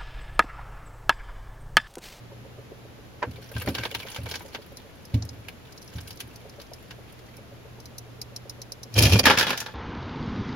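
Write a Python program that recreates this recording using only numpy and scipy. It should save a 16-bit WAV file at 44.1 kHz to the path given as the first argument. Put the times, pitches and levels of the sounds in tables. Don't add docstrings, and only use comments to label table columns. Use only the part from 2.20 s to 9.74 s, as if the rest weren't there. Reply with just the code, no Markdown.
import sys
import numpy as np
from scipy import signal
from scipy.fft import rfft, irfft
from scipy.io import wavfile
from scipy.ndimage import uniform_filter1d

SR = 44100
rng = np.random.default_rng(int(sys.argv[2]) if len(sys.argv) > 2 else 0)


def generate_wav(sig):
    pcm = np.round(np.clip(np.atleast_2d(sig).T, -1, 1) * 32767).astype(np.int16)
    wavfile.write(sys.argv[1], SR, pcm)


N = 332514
TIME = np.arange(N) / SR

# start_s [s], level_db [dB], hardness_db [dB], pitch_hz of the piece [Hz]
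CRACKS = [(1.026, -41, -20.5, 845), (1.031, -44.5, -20.5, 543), (1.111, -48.5, 9, 11500),
          (1.364, -39, -7, 1460), (1.381, -40.5, 12, 11300), (1.416, -39, -3, 1450), (1.474, -41, -15, 360),
          (1.486, -33, 7, 380), (1.549, -27.5, 4, 3480), (1.583, -30.5, -3, 1500), (1.634, -30, -2, 2160),
          (1.652, -28.5, -1, 3640), (1.748, -25.5, 4, 3190), (1.8, -35.5, 4.5, 3160),
          (1.868, -42, -0.5, 1660), (1.961, -32, 2.5, 1550), (2.06, -44, -8.5, 440),
          (2.112, -31.5, 6, 4570), (2.139, -34, -0.5, 1400), (2.155, -31.5, 3.5, 5830),
          (2.206, -50.5, -11.5, 880), (2.347, -33, -3.5, 3300), (2.942, -36.5, 4.5, 450),
          (3.284, -35, 4.5, 2390), (3.783, -41, 2.5, 3700), (3.877, -43, 14.5, 10710),
          (3.906, -38, 8, 5230), (4.003, -33, 11, 10300), (4.399, -43.5, 2, 4360), (4.415, -44.5, 10, 5300),
          (4.708, -40, 2, 1660)]
# frequency_hz [Hz], level_db [dB]
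MOULD_COLOUR = [(100, -32), (300, -1), (900, -0.5), (1250, -3), (3300, 1), (4500, 0), (7000, -8),
                (11000, -4.5), (16000, -8.5)]
# frequency_hz [Hz], width_hz [Hz], level_db over the broad colour [dB]
MOULD_MODES = [(489, 66, 7.5), (928, 114, 5.5), (1575, 115, 7.5), (2267, 100, 5.5), (2930, 330, 3),
               (3830, 320, -1.5)]
# start_s [s], end_s [s], level_db [dB]
STRAINS = [(1.15, 2.594, -54.5), (1.42, 1.715, -43.5), (1.85, 2.18, -46.5), (2.7, 5.2, -61),
           (3.75, 3.95, -52.5)]
STRAIN_RISE_S, STRAIN_FALL_S = 0.05, 0.053


def cracking():
    mould = body(MOULD_COLOUR, MOULD_MODES)
    cracks = blows(CRACKS, mould, t60s=(.06, .05, .05), knock_db=-1.5, fizz_db=-13.5,
                   tail_db=-16, tail_t60=0.13, gain_db=0, rise_s=0.00044,
                   ring_db=4.5, ring_q=3.4, creep_db=-13, creep_s=.004)
    strain = sum(amp(level_db) * spell(start, end, STRAIN_RISE_S, STRAIN_FALL_S)
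                 for start, end, level_db in STRAINS)
    crackle = grains(mould, per_s=300, spread_db=6.5, t60=0.063, tail_db=-24,
                     chip_db=12.5, chip_hz=(1400, 12000))
    return cracks + strain * crackle


# start_s [s], level_db before the gain [dB], hardness_db [dB]
TICKS = [(2.57, -41.5, 3), (2.852, -47.5, 2.5), (3.023, -36.5, -25), (3.051, -53, 12), (3.09, -38, -12),
         (3.576, -45.5, -14), (3.626, -48.5, 3), (3.677, -47.5, -1), (3.81, -47, 3), (4.159, -45.5, 2.5),
         (4.534, -41, -1.5), (4.925, -60.5, 14.5), (5.168, -51.5, 7.5), (5.601, -47.5, 0),
         (5.656, -42.5, 0.5), (5.782, -37.5, 4), (6.015, -31.5, -1), (6.162, -33, -2.5), (6.296, -32.5, -2),
         (6.417, -36.5, -2), (6.52, -32, -2.5), (6.631, -37.5, -2), (6.74, -35, -2)]
# frequency_hz [Hz], level_db [dB]
RAKE_COLOUR = [(1000, -11), (3300, -21), (4100, -8), (5500, -6), (7300, -10.5), (10500, -3.5), (13000, -8),
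               (16000, -18)]
# frequency_hz [Hz], width_hz [Hz], level_db over the broad colour [dB]
RAKE_MODES = [(4060, 190, 7.8), (5240, 390, 6.8), (6060, 160, 10.5), (11000, 87, 1.7), (11900, 170, 2)]
TICK_HZ, TICK_SPREAD = 4880, 0.087
FAINT_FROM_S, FAINT_MOST_S, FAINT_UNTIL_S = 3.2, 3.65, 4.6
FAINT_DB, FAINT_SPREAD_DB = -50.5, 2.5


def ticking(faint_count=8):
    times = rng.triangular(FAINT_FROM_S, FAINT_MOST_S, FAINT_UNTIL_S, faint_count)
    faint = [(s, FAINT_DB + FAINT_SPREAD_DB * rng.standard_normal(), 0) for s in times]
    slips = [(*row, TICK_HZ * np.exp(TICK_SPREAD * rng.standard_normal())) for row in TICKS + faint]
    return blows(slips, body(RAKE_COLOUR, RAKE_MODES), t60s=(.04, .04, .04), knock_db=-34, fizz_db=-5.0,
                 tail_db=-46, tail_t60=0.062, gain_db=1.5, rise_s=0.00018,
                 ring_db=1.0, ring_q=16, creep_db=-20, creep_s=0.0019)


# start_s [s], level_db before the gain [dB], hardness_db [dB], pitch_hz [Hz]
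SNAPS = [(6.761, -31, -8, 3130), (6.788, -16, 4.5, 5210), (6.824, -20, 9, 4630), (6.835, -19, -1, 5600),
         (6.854, -19, 1, 4970), (6.866, -23, -2, 2420), (6.921, -22, -2, 2620), (6.932, -19, -2, 2680),
         (6.956, -24.5, -11, 2500), (6.993, -14, -1, 4800), (7.038, -26.5, -9, 2280)]
# frequency_hz [Hz], level_db [dB]
SLIDE_COLOUR = [(100, 1), (300, 5), (600, 3.5), (1100, -6), (2000, -7), (2600, -5.5), (5500, -3.5),
                (7300, -11.5), (11000, -11.5), (16000, -20)]
# frequency_hz [Hz], width_hz [Hz], level_db over the broad colour [dB]
SLIDE_MODES = [(1747, 26, 10.3), (2420, 55, 13.5), (2750, 88, 7.2), (3190, 180, 7.3), (5460, 72, 2.1),
               (10000, 65, 6)]
SLIDE_FROM_S, SLIDE_UNTIL_S, SLIDE_RISE_S = 6.775, 6.95, 0.014
SCRAPE_DB, SCRAPE_FALL_S = -24.5, 0.044


def sliding():
    slide = body(SLIDE_COLOUR, SLIDE_MODES)
    snaps = blows(SNAPS, slide, t60s=(.06, .04, .04), knock_db=-9.0, fizz_db=-7.5,
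                  tail_db=-43, tail_t60=0.13, gain_db=1.5, rise_s=0.00064,
                  ring_db=5.0, ring_q=21, creep_db=-8, creep_s=0.0046)
    push = amp(SCRAPE_DB) * spell(SLIDE_FROM_S, SLIDE_UNTIL_S, SLIDE_RISE_S, SCRAPE_FALL_S)
    scrape = grains(slide, per_s=450, spread_db=3.5, t60=0.028, tail_db=-11,
                    chip_db=0, chip_hz=(2300, 12000))
    return snaps + push * scrape


# start_s [s], level_db before the gain [dB], hardness_db [dB], pitch_hz [Hz]
CUBES = [(7.055, -12.5, 2.5, 1660), (7.066, -14.5, -4.5, 1380), (7.076, -19.5, -3.5, 2900),
         (7.098, -17, -2.5, 2500), (7.106, -19, -3.5, 3200), (7.114, -26, -3, 1750),
         (7.174, -19.5, 1, 2360), (7.185, -18, 5.5, 5200), (7.195, -20, 3, 4700), (7.209, -19.5, 0, 1520),
         (7.227, -22, 1.5, 2880), (7.267, -26, -0.5, 3560), (7.28, -28, -2, 3250), (7.293, -27.5, 0, 1000),
         (7.304, -22, 0.5, 2500), (7.329, -32, -3, 2620), (7.375, -29.5, 7.5, 6100),
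         (7.402, -31.5, 11.5, 6260), (7.414, -37.5, -3, 5350), (7.461, -35.5, -1.5, 3720),
         (7.482, -54, -15, 810)]
# frequency_hz [Hz], level_db [dB]
BIN_COLOUR = [(70, 0), (160, 4), (350, 0.5), (900, 1.5), (1700, 0.5), (3300, -2), (5500, -4), (7300, -16),
              (11000, -19.5), (16000, -26.5)]
# frequency_hz [Hz], width_hz [Hz], level_db over the broad colour [dB]
BIN_MODES = [(243, 99, 3.8), (505, 87, 6.4), (868, 160, 5.8), (1063, 36, 4.1), (1360, 40, 5.4),
             (1416, 57, 9.2), (1630, 95, 10.2), (1735, 59, 9.6), (2000, 12, 1.9), (2070, 20, 3.2),
             (2440, 45, 4.8), (2990, 70, 5), (3360, 37, 8.1), (3720, 37, 7.2), (4800, 190, 1.3)]
JOSTLE_DB, JOSTLE_LAG_S, SETTLE_S = -9.5, 0.0066, 0.045


def falling():
    ice_bin = body(BIN_COLOUR, BIN_MODES)
    landings = blows(CUBES, ice_bin, t60s=(.055, .045, .045), knock_db=-1.5, fizz_db=-10.0,
                     tail_db=-6.5, tail_t60=0.14, gain_db=0.5, rise_s=0.00042,
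                     ring_db=1.5, ring_q=4.1, creep_db=-16, creep_s=0.0035)
    stirs = []
    for s, level_db, hardness_db, _ in CUBES:
        peak_s = s + JOSTLE_LAG_S
        stir = spell(peak_s, peak_s, JOSTLE_LAG_S / 2, SETTLE_S)
        stirs.append(amp(level_db - hardness_db + JOSTLE_DB) * stir)
    pile = grains(ice_bin, per_s=490, spread_db=2.5, t60=0.028, tail_db=-16,
                  chip_db=2, chip_hz=(800, 10000))
    return landings + np.linalg.norm(stirs, axis=0) * pile


JUDDER_DB, JUDDER_FALL_S = -16, 0.039
JUDDER_HZ, JUDDER_SAG_HZ_PER_S = 113.5, 88.6


def judder(second_db=-18, third_db=-26, jitter=0.091, uneven_db=3.5):
    elapsed = np.clip(TIME, SLIDE_FROM_S, SLIDE_UNTIL_S) - SLIDE_FROM_S
    hz = JUDDER_HZ - JUDDER_SAG_HZ_PER_S * elapsed
    angle = 2 * np.pi * np.cumsum(hz * (1 + jitter * wander(rate_hz=43.8))) / SR
    shake = np.sin(angle) + amp(second_db) * np.sin(2 * angle) + amp(third_db) * np.sin(3 * angle)
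    shake = band(shake * amp(uneven_db * wander(rate_hz=46.5)), low_hz=67.6, high_hz=900)
    push = amp(JUDDER_DB) * spell(SLIDE_FROM_S, SLIDE_UNTIL_S, SLIDE_RISE_S, JUDDER_FALL_S)
    return unit(shake) * push * amp([[-.4], [.4]])


# start_s [s], level_db [dB], rattle_db relative to the swing [dB]
THUMPS = [(1.067, -32, -5.5), (1.352, -26.5, -14), (1.468, -24, 0.5), (1.585, -32.5, -5), (1.75, -39, -10),
          (1.982, -31.5, -21), (2.031, -34, -16), (2.937, -16, -10.5), (3.751, -31, -39), (4.03, -40.5, -6),
          (6.801, -24.5, 2), (6.848, -18.5, -12), (6.935, -18, -3), (7.056, -25, 1)]
# frequency_hz [Hz], level_db [dB], t60_s [s]
CABINET_MODES = [(64, -37, 0.96), (83.3, -1, 0.33), (109.3, 4.5, 0.23), (119, -7, 0.28), (158.4, -11, 0.31),
                 (167.4, -14.5, 0.33), (255, -9, 0.1), (287, -23.5, 0.46)]
REBOUND_S, REBOUND_DB, REBOUND_LOSS_DB = .084, -21.5, -2


def cabinet(rise_s=0.0071, rattle_t60=0.17, knock_db=-5, knock_t60=0.15, vary_db=1.5, size=22050, rebounds=3):
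    out, t = np.zeros((2, N)), np.arange(size) / SR
    for s, level_db, rattle_db in THUMPS:
        swing = np.zeros(size)
        for hz, mode_db, t60 in CABINET_MODES:
            share = amp(vary_db * rng.standard_normal())
            swing += share * amp(mode_db - 60 * t / t60) * np.sin(2 * np.pi * hz * t)
        swing = band(swing, low_hz=63.6, high_hz=900)
        loose = noise_pair(LIKENESS, size)
        rattle = band(loose * amp(-60 * t / rattle_t60), low_hz=172.4, high_hz=284)
        knock = band(loose * amp(-60 * t / knock_t60), low_hz=292, high_hz=605)
        rattle += amp(knock_db + rattle_db) * knock
        thump = swing / loudest(swing[None], size=440)
        thump = thump + amp(rattle_db) * rattle / loudest(rattle, size=440)
        thump *= 1 - np.exp(-t / rise_s)
        thump *= amp(level_db) / loudest(thump, size=440)
        add(out, s, thump)
        for k in range(rebounds):
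            add(out, s + (k + 1) * REBOUND_S, amp(REBOUND_DB + k * REBOUND_LOSS_DB) * thump)
    return out * amp([[-.4], [.4]])


# time_s [s], level_db [dB]
RUB_PRESSURE = [(0.1, -47), (.52, -44), (.92, -58), (1.2, -45), (1.86, -43.5), (2.5, -47.5), (2.8, -57.5),
                (4.12, -63), (4.26, -44), (4.52, -46), (4.66, -62), (4.79, -47), (5.05, -63), (5.2, -46.5),
                (5.46, -47.5), (5.6, -52), (6.1, -52), (6.26, -46.5), (6.66, -54)]
# frequency_hz [Hz], width_hz [Hz], level_db [dB]
GEAR_MODES = [(440, 33, -4), (550, 38, -3.5)]
FIRST_RUB_S, GEAR_TURN_S, RUB_SPREAD_DB = .1185, .1334, 1


def gear(swell_s=0.0078, swell_db=-9, catch_s=0.0036, size=4096):
    out, t = np.zeros((2, N)), (np.arange(size) - size / 2) / SR
    contact = amp(swell_db) * np.exp(-(t / swell_s) ** 2 / 2) + np.exp(-abs(t) / catch_s)
    for s in np.arange(FIRST_RUB_S, SLIDE_FROM_S, GEAR_TURN_S):
        level_db = np.interp(s, *np.transpose(RUB_PRESSURE)) + RUB_SPREAD_DB * rng.standard_normal()
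        friction = noise_pair(LIKENESS, size) * contact
        rub = sum(amp(mode_db) * resonance(friction, hz, width) for hz, width, mode_db in GEAR_MODES)
        rub = band(rub, low_hz=315, high_hz=1000)
        add(out, s + t[0], amp(level_db) * rub / loudest(rub, size=900))
    return out


# frequency_hz [Hz], level_db [dB]
AIR_COLOUR = [(25, -21.5), (64, -10), (110, -9.5), (160, -13), (250, -14.5), (370, -17.5), (470, -17),
              (890, -24.5), (2000, -28.5), (2900, -30), (6000, -37.5), (9500, -41.5), (12000, -40),
              (16000, -49)]
# frequency_hz [Hz], likeness [0-1]
AIR_LIKENESS = [(60, 0.45), (200, 0.43), (600, 0.3), (1300, 0.092), (8000, 0)]
# time_s [s], level_db [dB rms]
HUM = [(0, -51), (1, -52.5), (2.8, -69.5), (4.5, -57), (5.4, -51.5), (6.6, -49), (7.54, -54)]
HUM_HZ = 119.3
AIR_DB = -54


def fan(waver_db=2.5, drift=0.0067):
    air_gain = amp(read(AIR_COLOUR, np.fft.rfftfreq(N, 1 / SR)))
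    air = irfft(rfft(noise_pair(AIR_LIKENESS, N)) * air_gain, N)
    air *= amp(AIR_DB) / band(air, 700, 6000).std()
    turns = np.cumsum(HUM_HZ * (1 + drift * wander(rate_hz=6.1))) / SR
    hum = np.sqrt(2) * level(HUM) * amp(waver_db * wander(rate_hz=5.5)) * np.sin(2 * np.pi * turns)
    return air + hum


# low_hz [Hz], high_hz [Hz]
BAND_EDGES_HZ = [(100, 2000), (2000, 7500), (7500, 18000)]


def blows(rows, response, t60s, knock_db, fizz_db, tail_db, tail_t60, gain_db, rise_s,
          ring_db, ring_q, creep_db, creep_s):
    out = np.zeros((2, N))
    for s, level_db, hardness_db, ring_hz in rows:
        shares_db = (knock_db - hardness_db, 0, fizz_db + hardness_db)
        lead = creep_s * rng.uniform(0.55, 1.6)
        for share_db, t60, edges in zip(shares_db, t60s, BAND_EDGES_HZ):
            burst = scatter(t60, tail_db, tail_t60)
            onset = 1 - np.exp(-TIME[:burst.shape[1]] / rise_s)
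            burst = through(burst * onset, response)
            piece = resonance(burst, ring_hz, ring_hz / ring_q + 40)
            ring = band(burst + amp(ring_db) * piece, *edges)
            ring *= amp(level_db + share_db + gain_db) / loudest(ring)
            add(out, s, ring)
            add(out, s - lead, amp(creep_db) * ring)
    return out


def grains(response, per_s, spread_db, t60, tail_db, chip_db, chip_hz, count=24):
    strength = amp(spread_db * np.minimum(rng.exponential(1, N), 3))
    fractures = strength * (rng.random(N) < per_s / SR)
    spot, out = rng.integers(0, count, N), np.zeros((2, N))
    for k, hz in enumerate(np.geomspace(*chip_hz, count)):
        burst = through(scatter(t60, tail_db, tail_t60=0.17), response)
        ring = burst + amp(chip_db) * resonance(burst, hz, hz / 10)
        out += signal.oaconvolve((fractures * (spot == k))[None], ring, axes=1)[:, :N]
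    return unit(band(out, low_hz=110, high_hz=17900))


# frequency_hz [Hz], likeness [0-1]
LIKENESS = [(60, 1), (300, 0.98), (650, 0.92), (1400, 0.54), (3100, 0.24), (7000, 0.01), (15000, 0.13)]


def scatter(t60, tail_db, tail_t60, size=8192):
    t = np.arange(size) / SR
    return noise_pair(LIKENESS, size) * (amp(-60 * t / t60) + amp(tail_db - 60 * t / tail_t60))


def noise_pair(likeness, size):
    mid, side = rfft(rng.standard_normal((2, size)))
    same = np.clip(read(likeness, np.fft.rfftfreq(size, 1 / SR)), -1, 1)
    mid, side = mid * np.sqrt((1 + same) / 2), side * np.sqrt((1 - same) / 2)
    return irfft(np.array([mid + side, mid - side]), size)


def body(colour, modes, size=4096):
    hz = abs(np.fft.fftfreq(size, 1 / SR))
    peaks = sum((amp(db) - 1) / (1 + (2 * (hz - f) / width) ** 2) for f, width, db in modes)
    log_gain = np.log(amp(read(colour, hz)) * np.maximum(1 + peaks, .1))
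    spectrum = np.exp(signal.hilbert(log_gain).conj())
    return np.fft.ifft(spectrum).real[None, :size // 2]


def resonance(x, hz, width_hz):
    return signal.lfilter(*signal.iirpeak(hz, hz / width_hz, SR), x)


def through(x, response):
    return signal.fftconvolve(x, response, axes=1)[:, :x.shape[1]]


def band(x, low_hz, high_hz):
    sos = signal.butter(4, [low_hz, min(high_hz, SR / 2 - 1)], "band", fs=SR, output="sos")
    return signal.sosfilt(sos, x)


def spell(start, end, rise_s, fall_s):
    return np.exp(-np.maximum(start - TIME, 0) / rise_s - np.maximum(TIME - end, 0) / fall_s)


def wander(rate_hz):
    slow = np.fft.rfftfreq(N, 1 / SR) < rate_hz
    return unit(irfft(rfft(rng.standard_normal(N)) * slow, N))


def level(curve):
    return np.nan_to_num(amp(np.interp(TIME, *np.transpose(curve), left=np.nan, right=np.nan)))


def read(points, hz):
    f, value = np.transpose(points)
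    return np.interp(np.log(hz + 1), np.log(f), value)


def loudest(x, size=190):
    return np.sqrt(uniform_filter1d((x ** 2).mean(0), size).max() + 1e-20)


def amp(db):
    return 10 ** (np.asarray(db) / 20)


def unit(x):
    return x / np.sqrt(np.mean(x ** 2) + 1e-20)


def add(mix, s, sound):
    part = mix[:, max(round(s * SR), 0):][:, :sound.shape[-1]]
    part += sound[..., :part.shape[-1]]


def scene():
    ice = cracking() + ticking() + sliding() + falling()
    return ice + judder() + cabinet() + gear() + fan()


def record(dry, notch_hz=8270, notch_width_hz=520, cutoff_hz=16000):
    hz = np.fft.rfftfreq(N, 1 / SR)
    offset = ((hz - notch_hz) / notch_width_hz) ** 2
    heard = irfft(rfft(dry) * offset / (1 + offset), N)
    low_pass = signal.firwin(255, cutoff_hz, window=("kaiser", 9), fs=SR)
    return signal.oaconvolve(np.clip(heard, -1, 1), low_pass[None], "same")


dry = scene()
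out = record(dry)
generate_wav(out)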